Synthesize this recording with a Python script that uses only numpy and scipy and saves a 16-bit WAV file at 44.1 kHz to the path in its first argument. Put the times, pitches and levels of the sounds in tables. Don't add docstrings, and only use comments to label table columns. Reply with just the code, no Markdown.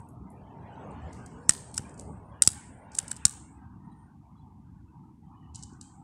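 import sys
import numpy as np
from scipy import signal
from scipy.fft import rfft, irfft, next_fast_len
from scipy.io import wavfile
from scipy.ndimage import uniform_filter1d, map_coordinates

SR = 44100
rng = np.random.default_rng(int(sys.argv[2]) if len(sys.argv) > 2 else 0)


def volts_from_decibels(level):
    exponent = np.asarray(level, float) / 20
    return 10 ** exponent


def store_pcm(level_fs):
    pcm = np.round(np.clip(level_fs, -1, 1) * 32767).astype(np.int16)
    wavfile.write(sys.argv[1], SR, np.atleast_2d(pcm).T)


N = 265923

# frequency in Hz, density in dB per Hz.
RUMBLE_HZ_DB = [(15, -56.5), (25, -34.5), (38, -19.5), (70, 0), (134, -3), (209, -5.5), (306, -11.5),
                (400, -28.5), (520, -57), (880, -120)]
DRONE_HZ_DB = [(150, -120), (250, -35), (380, 0), (550, -4.5), (720, -2.5), (900, -39), (1500, -120)]
ROAR_HZ_DB = [(300, -120), (600, -39), (740, -3), (900, 3), (1050, -3.5), (1300, -11.5), (1500, -47.5),
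              (2500, -120)]
HISS_HZ_DB = [(600, -120), (1150, -33.5), (1400, 1.5), (2000, -6.5), (3000, -12), (4300, -28.5),
              (9000, -26.5), (11000, -46), (14000, -120)]
# frequency in Hz, density in dB per Hz.
STREET_HZ_DB = [(100, -100), (500, -99), (1000, -102), (2000, -108), (4000, -113), (8500, -113),
                (11000, -117), (14000, -122), (17000, -128)]
# time in seconds, exhaust level in dB, tyres in view in dB.
CAR = [(0, -62, -5), (.28, -64, -15), (.5, -57, -14), (.67, -54.5, -1), (.85, -50, -1.5), (1.09, -51, 2),
       (1.4, -58.5, -2.5), (1.7, -62, -1.5), (1.85, -55.5, 0.5), (2.12, -55, -6), (2.35, -61, -2.5),
       (2.57, -65.5, 8), (2.74, -62.5, 0.5), (3.07, -61.5, 7.5), (3.39, -67, 2.5), (3.63, -79, -2.5),
       (4.6, -72.5, -6.5), (4.9, -89.5, -4.5)]
# time in seconds, engine rumble in dB.
ROAD = [(0, -51.5), (.48, -44), (2.0, -48.5), (3.2, -54.5), (3.63, -47.5), (3.9, -48), (4.1, -52.5),
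        (4.5, -52), (4.72, -50.5), (4.9, -52), (5.02, -49), (5.14, -53), (5.35, -48.5), (5.64, -47),
        (5.8, -47.5), (6.03, -47.5)]
# mean in dB, swing over the car's level in dB/dB, share of tyre view in dB/dB.
CAR_PARTS = [
    (-51.5, 0.42, 0.01),
    (-58, 1.01, 0.01),
    (-58, 0.67, 0.39),
    (-65, 0.44, 1.2),
]
# mean in dB, swing over the road's level in dB/dB.
ROAD_PARTS = [
    (-51, 0.69),
    (-89, 0.4),
    (-65.5, 1.6),
    (-81.5, 2.2),
]
CAR_MEAN_DB, ROAD_MEAN_DB = -58, -50
DRIFT_DB, DRIFT_PER_S = 1, 5.4

# start in seconds, peak in dB, rattle in
# ms, pitch in Hz, wall echo in dB.
TICKS = [(0.0024, -51, 1.9, 9200, 22), (0.908, -56, 10, 8440, 4), (1.1292, -40.5, 3.8, 7300, 19),
         (1.2612, -38.5, 4.3, 7200, 12.5), (1.714, -44, 0.99, 8770, 12), (1.7415, -30, 2, 4500, 18),
         (1.7445, -29, 1.9, 7500, 14), (1.8937, -42.5, 1.2, 7400, 11), (1.9064, -55, 2.2, 8370, 14),
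         (1.9409, -45.5, 2.5, 8400, 13.5), (1.9768, -44.5, 3.7, 8370, 27), (1.9933, -33, 3.7, 7600, -5.5),
         (2.009, -40, 2.6, 8880, 7), (2.919, -41.5, 2.15, 5400, 25), (2.9506, -22.5, 2.1, 6940, 13.5),
         (3.0798, -28, 2, 7800, 10), (3.0831, -39, 2.5, 8260, -23), (3.1646, -32, 3.2, 7900, -4.5),
         (1.488, -34, 4, 7000, 0),
    (1.759, -40, 3, 7500, 0),
    (1.767, -31, 5, 8000, 0),
    (2.947, -37, 3, 5400, 0),
    (2.965, -42, 4, 7800, 0),
    (2.970, -36, 6, 7800, 0),
    (3.094, -44, 3, 8200, 0),
    (3.104, -38, 3, 8200, 0),
    (3.1125, -28, 3, 6500, 0),
    (2.4287, -18, .8, 8000, 0),
]
# start in seconds, peak in dB, rattle in ms, pitch in Hz, wall echo in dB.
GRIP = [
    (5.5408, -55.5, 3.2, 3020, 15),
    (5.5468, -37, 6.2, 5870, 22),
    (5.5565, -31.5, 3, 8200, 2),
    (5.626, -36, 3.5, 6800, 14.5),
    (5.634, -30, 1.7, 7080, -7),
    (5.7337, -53, 3.3, 6660, -7),
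    (5.8116, -33, 2.8, 8800, 15.5),
]
# start in seconds, peak in dB, rattle in ms, pitch in Hz, wall echo in dB.
EDGE = [
    (.0024, -66, 3.2, 10500, 17),
    (.0885, -53.5, 4.2, 10500, 15.5),
    (.302, -53.5, 3, 9300, 19),
    (.873, -63.5, 3.4, 10500, 9),
    (1.2612, -54, 2, 13000, 11),
]
# frequency in Hz, level in dB.
CAPSULE_HZ_DB = [(1500, -27), (3000, -22.5), (4500, -11.5), (6500, -8), (8200, -1), (9500, -7.5),
                 (11500, -23.5), (13500, -30), (16000, -38)]
WRAP_HZ_DB = [(1290, -68), (2200, -40), (2950, -10), (3420, -23), (3870, -9.5), (7030, -2.5), (7590, 1),
              (12600, -32), (14000, -58)]
THIN_HZ_DB = [(3000, -45), (5500, -8), (7600, -3.5), (10500, -0.5), (12500, -12), (14500, -15),
              (16000, -32)]

# frequency in Hz, t60 in seconds.
YARD_HZ_T60_S = [(500, 0.39), (3000, 0.63), (6000, 0.68), (8500, 1), (11000, 0.19), (15000, 0.55)]
# frequency in Hz, level in dB.
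WALLS_HZ_DB = [(500, -24), (3000, -23.5), (6000, -25), (8000, -22), (10000, -24), (13000, -18.5),
               (16000, -19)]
FLUTTER_S, RETURN_COUNT = .0143, 9
FIRST_RETURN_DB, FLUTTER_DB, RETURN_LOSS_DB = -18, -26.5, 5.5
FOIL_FLUTTER_DB = -9.5
ESCAPE_S, ESCAPE_DB = .27, 6

# frequency in Hz, density in dB per Hz.
CLOTH_HZ_DB = [(2000, -120), (3500, -9), (5000, -1.5), (8500, 0), (10500, -10.5), (13000, -120)]
RUSTLE_S, RUSTLE_ATTACK_S, RUSTLE_HOLD_S, RUSTLE_RELEASE_S = .15, 1.0, 0.54, 0.44
RUSTLE_DB, RUSTLE_REST_DB = -72, -87.5

# start in seconds, end in seconds, frequency in Hz, level in dB.
CHIRPS = [(0.45, 0.643, 2800, -96), (1.397, 1.467, 9100, -77), (2.166, 2.42, 9000, -85),
          (2.704, 2.895, 9100, -77), (3.561, 3.712, 1580, -71), (3.72, 4.098, 1850, -78.5),
          (3.801, 4.1, 8930, -82), (3.876, 3.941, 3920, -83), (4.356, 4.436, 3395, -81.5),
          (4.363, 4.412, 3984, -82), (5.25, 5.321, 3147, -85.5), (5.322, 5.534, 2966, -79),
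          (5.553, 5.725, 3003, -74), (5.813, 5.93, 3170, -78.5)]

# start in seconds, peak in dB, rattle in ms, shell knock in dB, wall echo in dB.
SNAPS = [
    (1.492, -1, 2.06, -23.5, 2.5),
    (1.7769, -15, 2.45, -21.5, -3),
    (2.4206, 0, 1.85, -30, 0.5),
    (2.4736, -1, 1.8, -33.5, 0),
    (2.985, -12.5, 3.1, -21, 0),
    (3.1143, -19.5, 2.2, -22.5, 1.5),
    (3.2515, -2, 2.83, -31.5, 2.5),
]
# frequency in Hz, width in Hz, level in dB.
STEEL_MODES = [(3850, 260, -23), (4950, 220, -20), (5550, 260, -15), (6850, 220, -13), (7600, 240, -6),
               (8110, 270, 0), (8950, 240, -9), (9700, 240, -16), (13500, 500, -34)]
# frequency in Hz, width in Hz, level in dB.
SHELL_MODES = [(1480, 260, 6), (1850, 230, 1), (2920, 440, -1)]
CHATTER_S, CHATTER_DEPTH = .0015, .55

# start in seconds, level in dB, push in ms.
JOLTS = [
    (1.4935, -23.5, 2.4),
    (1.794, -27.5, 2.5),
    (2.475, -23.5, 3.07),
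    (3.03, -38.5, 3.3),
    (3.253, -25, 4.7),
    (5.726, -37, 2.8),
]

# frequency in Hz, margin in dB.
MARGIN_HZ_DB = [(500, 4.4), (1500, 3.8), (3500, 4.2), (6000, 5.4), (12000, 7)]


def along(points, hz):
    f, v = np.transpose(points)
    return np.interp(np.log(hz + 1), np.log(f + 1), v)


def curve(rows):
    s, *cols = np.transpose(rows)
    return [np.interp(np.arange(N) / SR, s, c) for c in cols]


def wobble(knots_per_s):
    return map_coordinates(rng.standard_normal(200), [np.arange(N) * knots_per_s / SR])


def filtered(x, response):
    m = next_fast_len(N + SR // 2)
    return irfft(rfft(x, m) * response(np.fft.rfftfreq(m, 1 / SR)), m)[..., :N]


def ringing(modes):
    def response(f):
        total = 0
        for k, (hz, width_hz, db) in enumerate(modes):
            band = 1j * f * width_hz
            total = total + (-1) ** k * volts_from_decibels(db) * band / (hz * hz - f * f + band)
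        return total
    return response


def causal(points):
    def response(f):
        cep = irfft(np.log(volts_from_decibels(along(points, f))))
        cep[1:len(cep) // 2] *= 2
        cep[len(cep) // 2 + 1:] = 0
        return np.exp(rfft(cep))
    return response


def rush(spectrum, patchy_db):
    z = signal.stft(rng.standard_normal(N), nperseg=1024)[2]
    field = uniform_filter1d(rng.standard_normal(z.shape), size=4, axis=0)
    field = uniform_filter1d(field, size=6, axis=1)
    patchy = signal.istft(z * volts_from_decibels(patchy_db * field / field.std()), nperseg=1024)[1][:N]
    x = filtered(patchy, lambda hz: volts_from_decibels(along(spectrum, hz)))
    return x / x.std()


def rattle(ms, t60, spiky_db):
    t = np.arange(SR // 25) / SR
    shape = (1 + 1.2 * np.exp(-t / .0003)) * volts_from_decibels(-60 * np.maximum(t - ms / 1000, 0) / t60)
    shape = np.hypot(shape, volts_from_decibels(-20 - 60 * t / .055))
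    burst = shape * rng.standard_normal(len(t)) * volts_from_decibels(spiky_db * rng.standard_normal(len(t)))
    return burst * np.linalg.norm(shape) / np.linalg.norm(burst)


def add(track, s, burst):
    part = track[round(s * SR):][:len(burst)]
    part += burst[:len(part)]


def traffic():
    car_db, view_db = curve(CAR)
    road_db, = curve(ROAD)
    gains = []
    for (near_db, swing, share), (far_db, sway) in zip(CAR_PARTS, ROAD_PARTS):
        car = volts_from_decibels(near_db + swing * (car_db - CAR_MEAN_DB) + share * view_db)
        road = volts_from_decibels(far_db + sway * (road_db - ROAD_MEAN_DB))
        gains.append(np.hypot(car, road) * volts_from_decibels(DRIFT_DB * wobble(DRIFT_PER_S)))
    rumble, drone, roar, hiss = gains
    noise = rumble * rush(RUMBLE_HZ_DB, patchy_db=2.5) + drone * rush(DRONE_HZ_DB, patchy_db=4.0)
    noise += roar * rush(ROAR_HZ_DB, patchy_db=4) + hiss * rush(HISS_HZ_DB, patchy_db=4.5)
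    air = filtered(rng.standard_normal(N), lambda hz: volts_from_decibels(along(STREET_HZ_DB, hz)) * np.sqrt(SR / 2))
    return noise + air


def foil(events, colour):
    near, far = np.zeros((2, N))
    for s, db, ms, hz, echo_db in events:
        burst = rattle(ms, t60=0.014, spiky_db=9.0)
        b, a = signal.iirpeak(min(hz, 15000), 3.5, SR)
        burst = volts_from_decibels(db - 4.0) * (1.1 * burst + 0.88 * signal.lfilter(b, a, burst))
        add(near, s, burst)
        add(far, s, volts_from_decibels(echo_db) * burst)
    return filtered(np.array([near, far]), causal(colour))


def yard(x, direct):
    t = np.arange(64) / SR
    smear = rng.standard_normal((RETURN_COUNT, 64)) * volts_from_decibels(-60 * t / 0.0004)
    flutter = np.zeros(SR // 4)
    for k, blur in enumerate(smear):
        db = FLUTTER_DB - RETURN_LOSS_DB * max(k - 3, 0) if k else FIRST_RETURN_DB
        add(flutter, (k + 1) * FLUTTER_S, volts_from_decibels(db) * blur / np.linalg.norm(blur))
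    hz, _, (source, noise) = signal.stft(np.array([x, rng.standard_normal(N)]), SR, nperseg=256)
    frames = source.shape[1]
    t = np.arange(300) * 128 / SR
    loss_db = 120 * t / along(YARD_HZ_T60_S, hz)[:, None] + 2 * ESCAPE_DB * (t / ESCAPE_S) ** 3
    decay = volts_from_decibels(-loss_db) * (1 - np.exp(-t / 0.012)) ** 2
    decay *= volts_from_decibels(2 * along(WALLS_HZ_DB, hz))[:, None] / decay.sum(axis=1, keepdims=True)
    energy = uniform_filter1d(np.abs(source) ** 2, size=7, axis=0)
    energy = signal.fftconvolve(energy, decay, axes=1)[:, :frames]
    grain = np.repeat(rng.standard_normal((17, frames)), 8, axis=0)[:len(hz)]
    energy *= volts_from_decibels(3.8 * grain)
    tail = signal.istft(noise / np.abs(noise).std() / 2 * np.sqrt(np.abs(energy)), SR, nperseg=256)[1]
    return signal.fftconvolve(direct, flutter)[:N] + tail[:N]


def rustle():
    corners_s = np.cumsum([RUSTLE_S, RUSTLE_ATTACK_S, RUSTLE_HOLD_S, RUSTLE_RELEASE_S])
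    level_db = np.interp(np.arange(N) / SR, corners_s, [RUSTLE_REST_DB, RUSTLE_DB, RUSTLE_DB, RUSTLE_REST_DB])
    return volts_from_decibels(level_db) * rush(CLOTH_HZ_DB, patchy_db=4.5)


def chirps():
    out = np.zeros(N)
    for start, end, hz, db in CHIRPS:
        t = np.arange(round((end - start) * SR)) / SR
        flicker = uniform_filter1d(rng.standard_normal((2, SR)), size=900, axis=1)[:, :len(t)]
        band = flicker[0] * np.sin(2 * np.pi * hz * t) + flicker[1] * np.cos(2 * np.pi * hz * t)
        add(out, start, volts_from_decibels(db) * signal.windows.tukey(len(t), .4) * band / band.std())
    return out


def igniter():
    blows, knocks, cracks = np.zeros((3, N))
    for s, db, ms, knock_db, echo_db in SNAPS:
        burst = rattle(ms, t60=.011, spiky_db=3)
        t = np.arange(len(burst)) / SR
        burst = burst * (1 + CHATTER_DEPTH * np.cos(2 * np.pi * t / CHATTER_S))
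        add(blows, s + 0.00085, volts_from_decibels(db) * burst)
        add(knocks, s + 0.00092, volts_from_decibels(db + knock_db + 10) * burst)
        add(cracks, s + 0.00066, volts_from_decibels(db + echo_db) * rattle(0.75, t60=0.014, spiky_db=2))
    steel, click = ringing(STEEL_MODES), causal(CAPSULE_HZ_DB)
    bright = filtered(blows, lambda f: volts_from_decibels(4) * steel(f) + volts_from_decibels(2.0) * click(f))
    knock = filtered(knocks, ringing(SHELL_MODES))
    return bright + knock, filtered(cracks, click) + knock


def jolts():
    pushes = np.zeros(N)
    for s, db, ms in JOLTS:
        add(pushes, s, -volts_from_decibels(db + 7.5) * np.hanning(round(ms / 1000 * SR) + 2))
    return filtered(pushes, lambda f: ringing([(95, 130, 0)])(f) * 1j * f / (55 + 1j * f))


def scene():
    snap, crack = igniter()
    near, far = foil(TICKS, CAPSULE_HZ_DB) + foil(GRIP, WRAP_HZ_DB) + foil(EDGE, THIN_HZ_DB)
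    echoes = yard(crack + far, crack + volts_from_decibels(FOIL_FLUTTER_DB) * far)
    return (snap + jolts() + near + echoes + rustle() + traffic() + chirps())[None]


def suppressor(x, steep, depth_db, hold):
    hz, _, z = signal.stft(x, SR, nperseg=512, noverlap=384)
    learnt = volts_from_decibels(2 * (along(STREET_HZ_DB, hz) + along(MARGIN_HZ_DB, hz))) * SR / 2 * 1.5 / 512
    power = np.abs(uniform_filter1d(np.abs(z) ** 2, size=9, axis=1, origin=3)) + 1e-20
    wanted = np.clip(steep * (1 - learnt[:, None] / power), 0, 1)
    gain = np.maximum(wanted, signal.lfilter([1 - hold], [1, -hold], wanted, axis=1))
    return signal.istft(z * np.maximum(gain, volts_from_decibels(depth_db)), SR, nperseg=512, noverlap=384)[1][:N]


def roll_off(x):
    return signal.sosfilt(signal.butter(12, 16590, fs=SR, output="sos"), x)


def record(dry):
    x = dry / (1 + np.abs(dry / .93) ** 4) ** (1 / 4)
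    x = suppressor(x[0], steep=2.5, depth_db=-13, hold=.92)
    mix = filtered(x, lambda hz: volts_from_decibels(-np.maximum(hz - 15600, 0) / 25) * 1j * hz / (40 + 1j * hz))
    return roll_off(mix[None])


dry = scene()
out = record(dry)
store_pcm(out)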